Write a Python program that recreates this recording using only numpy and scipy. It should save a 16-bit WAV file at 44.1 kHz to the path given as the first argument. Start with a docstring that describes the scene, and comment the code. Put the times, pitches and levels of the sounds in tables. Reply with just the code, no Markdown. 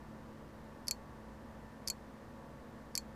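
"""Jumping beans in a plastic box

A small clear plastic box on a wooden table, heard from close by in mono; a bean twitches about once a second.
Each twitch is a double click: a bean tips against the plastic with a little chatter, then drops back
some 25 ms later and rings the box more fully. Clicks are shaped pulses with noise, the ring decaying sines.
Behind lies a quiet room: shaped noise for its air, wavering sine lines for the hum of an appliance."""
import sys
import numpy as np
from scipy import signal
from scipy.fft import rfft, irfft, next_fast_len
from scipy.io import wavfile
from scipy.ndimage import map_coordinates

SR = 44100
rng = np.random.default_rng(int(sys.argv[2]) if len(sys.argv) > 2 else 0)


def persist_wave(psi):
    """Save psi, clipped to +-1, as 16-bit WAV."""
    counts = np.round(np.clip(psi, -1, 1) * 32767).astype(np.int16)
    wavfile.write(sys.argv[1], SR, np.atleast_2d(counts).T)


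N = 138915  # samples, 3.15 s

# Spectrum of the room air: f/Hz, relative density level/dB (AIR_DB sets the loudness)
AIR_SPECTRUM = [(20, -4), (38, -37.5), (54, 2.5), (75, -8), (92, -5.5), (115, -2), (180, -6.5), (260, -0.5),
                (350, -10.5), (550, -6), (750, -11), (1000, -11.5), (1400, -16), (1850, -17.5),
                (2300, -25.5), (3500, -30), (5000, -32), (8000, -37), (15000, -42)]
# Steady lines of the appliance: f/Hz, rms level/dB before HUM_DB is added
HUM_LINES = [(58.5, -63.5), (74, -67), (108, -70), (147, -65), (217, -59.5), (241, -68), (324, -69),
             (361, -74.5), (432, -77.5), (480, -70), (543, -68.5), (831, -77.5), (890, -69.5), (982, -71),
             (1128, -72), (1188, -80.5), (1782, -76)]
# A bean tips against the box: t/s, level/dB relative to one full tap
TIPS = [(.8712, -20.5), (.8802, -20), (.8829, -1.5), (1.8739, -19), (1.8762, -5), (1.8838, -5),
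        (2.9526, -19), (2.9533, -2.5), (2.9631, -16), (2.9758, -26)]
# It drops back: t/s, level/dB relative to one full tap
DROPS = [(.9106, -2), (1.9007, -5.5), (1.9039, -15), (2.9769, -3)]
# Modes of the box: f/Hz, free t60/s, level on tipping/dB, level on dropping/dB (before RING_DB and scatter)
BOX_MODES = [(4390, .052, -39, -30), (4534, .036, -30.5, -34), (4920, .028, -35.5, -39),
             (6137, .055, -55, -47), (6905, .042, -48, -40), (7465, .025, -44, -29.5),
             (7725, .022, -39, -40), (8250, .022, -49, -56), (9720, .012, -39, -35), (10630, .02, -45, -50),
             (11650, .011, -41, -36), (12070, .02, -48, -50), (13950, .012, -62, -40)]
# Colour of the contact itself, tipping and dropping: f/Hz, relative level/dB
TIP_COLOUR = [(300, -34), (1400, -22), (2300, -13.5), (3000, -23), (3950, -14.5), (4800, 0), (6500, -4),
              (7800, -15), (8700, -16.5), (9700, -11), (12000, -6), (12800, -33), (14500, -33),
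              (15300, -40)]
DROP_COLOUR = [(300, -36), (1800, -24.5), (2430, -2), (2800, -22.5), (3200, -7), (3700, -57), (4400, -19),
               (5600, -1.5), (7600, 1.5), (8600, -28), (9700, -9), (11800, -7.5), (12600, -11),
               (14000, -35), (15300, -35)]

AIR_DB = -54.5  # rms level
HUM_DB = 0.5  # added to every line
HUM_WAVER_DB, HUM_DRIFT_HZ = 1.52, 0.93  # scale of the random curves
CONTACT_DB = 1.5
RING_DB, RING_SCATTER_DB = 3, 1.0  # added to every mode; random spread per mode and contact
RING_ATTACK_S, RING_S = 0.00027, .3  # time constant of the onset; fixed length of every tap's ring
PRESSED_RING = .85  # share of the ring time left while a bean presses on the wall
FLUTTER_DB, FLUTTER_T60_S = -8, .016  # dense, quickly damped modes of walls and lid
ROOM_DB, ROOM_T60_S = -21, .125
RADIATES_ABOVE_HZ, RADIATION_ORDER = 4000, 6
TOP_HZ = 15400  # band limit of the recorder


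def amp(db):
    """Decibels to gain."""
    return 10 ** (np.asarray(db) / 20)


def unit(x):
    """Scale to rms 1."""
    return x / np.sqrt(np.mean(x ** 2) + 1e-20)


def colour(points, size):
    """Gain on an FFT grid, interpolated in dB over log frequency."""
    f, db = np.transpose(points)
    grid = np.fft.rfftfreq(size, 1 / SR) + 1  # 1 Hz up, to avoid log(0)
    return amp(np.interp(np.log(grid), np.log(f), db))


def wobble(rate):
    """A smooth random curve through `rate` knots a second."""
    knots = rng.standard_normal(int(N * rate / SR) + 4)
    return map_coordinates(knots, [np.arange(N) * rate / SR])


def fade(t, t60):
    """Exponential decay by 60 dB in t60."""
    return np.exp(-np.log(1000) * t / t60)


def tail(t, t60):
    """Dying noise of energy 1."""
    noise = rng.standard_normal(len(t)) * fade(t, t60)
    return noise / np.linalg.norm(noise)


def air():
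    """The soft, dull rush of the room: white noise shaped in frequency."""
    size = next_fast_len(N + 8192)
    spectrum = rfft(rng.standard_normal(size)) * colour(AIR_SPECTRUM, size)
    return amp(AIR_DB) * unit(irfft(spectrum, size)[:N])


def hum():
    """Appliance hum: sine lines that each waver a little in pitch and level."""
    out = np.zeros(N)
    for hz, db in HUM_LINES:
        pitch = hz + HUM_DRIFT_HZ * wobble(rate=7.954)
        phase = 2 * np.pi * (rng.random() + np.cumsum(pitch) / SR)
        waver = amp(HUM_WAVER_DB * wobble(rate=5.855))
        out += amp(db + HUM_DB) * unit(np.sin(phase) * waver)
    return out


def click(points, size=2048):
    """The sharpest causal pulse with a given colour (minimum phase)."""
    cepstrum = irfft(np.log(colour(points, size)))
    # fold the anticausal half onto the causal one
    cepstrum[1:size // 2] *= 2
    cepstrum[size // 2 + 1:] = 0
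    return irfft(np.exp(rfft(cepstrum)))


def box_modes(t, ring_share):
    """Decaying sines of the box; so small a box radiates no bass, hence the high-pass."""
    hz, t60 = np.transpose(BOX_MODES)[:2, :, None]
    onset = 1 - np.exp(-t / RING_ATTACK_S)
    modes = np.sin(2 * np.pi * hz * t) * fade(t, t60 * ring_share) * onset
    highpass = signal.butter(RADIATION_ORDER, RADIATES_ABOVE_HZ, 'high', fs=SR, output='sos')
    return signal.sosfilt(highpass, modes)


def taps(events, contact_colour, mode_db, ring_share):
    """Each contact is a sharp click that rings the box and, faintly, the room."""
    out = np.zeros(N + SR)
    t = np.arange(int(RING_S * SR)) / SR
    modes = box_modes(t, ring_share)
    contact = click(contact_colour)
    for start, db in events:
        push = amp(FLUTTER_DB) * tail(t, FLUTTER_T60_S)
        push[0] += amp(CONTACT_DB)
        knock = signal.fftconvolve(push, contact)[:len(t)]
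        scatter = RING_SCATTER_DB * rng.standard_normal(len(BOX_MODES))
        tap = knock + amp(RING_DB + mode_db + scatter) @ modes
        room = signal.fftconvolve(tap, tail(t, ROOM_T60_S))[:len(t)]
        tap = tap + amp(ROOM_DB) * room
        out[round(start * SR):][:len(t)] += amp(db) * tap
    return out[:N]


def beans():
    """Tipping and dropping strike the box at different spots, so they weight its modes differently."""
    tip_db, drop_db = np.transpose(BOX_MODES)[2:]
    tipping = taps(TIPS, TIP_COLOUR, tip_db, PRESSED_RING)
    dropping = taps(DROPS, DROP_COLOUR, drop_db, ring_share=1)
    return tipping + dropping


def scene():
    """The box close by, the room behind it, on one channel."""
    return (air() + hum() + beans())[None]


def record(dry):
    """The recorder keeps nothing above its band limit."""
    size = next_fast_len(N + SR // 2)
    kept = np.fft.rfftfreq(size, 1 / SR) < TOP_HZ
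    return irfft(rfft(dry, size) * kept, size)[:, :N]


dry = scene()
out = record(dry)
persist_wave(out)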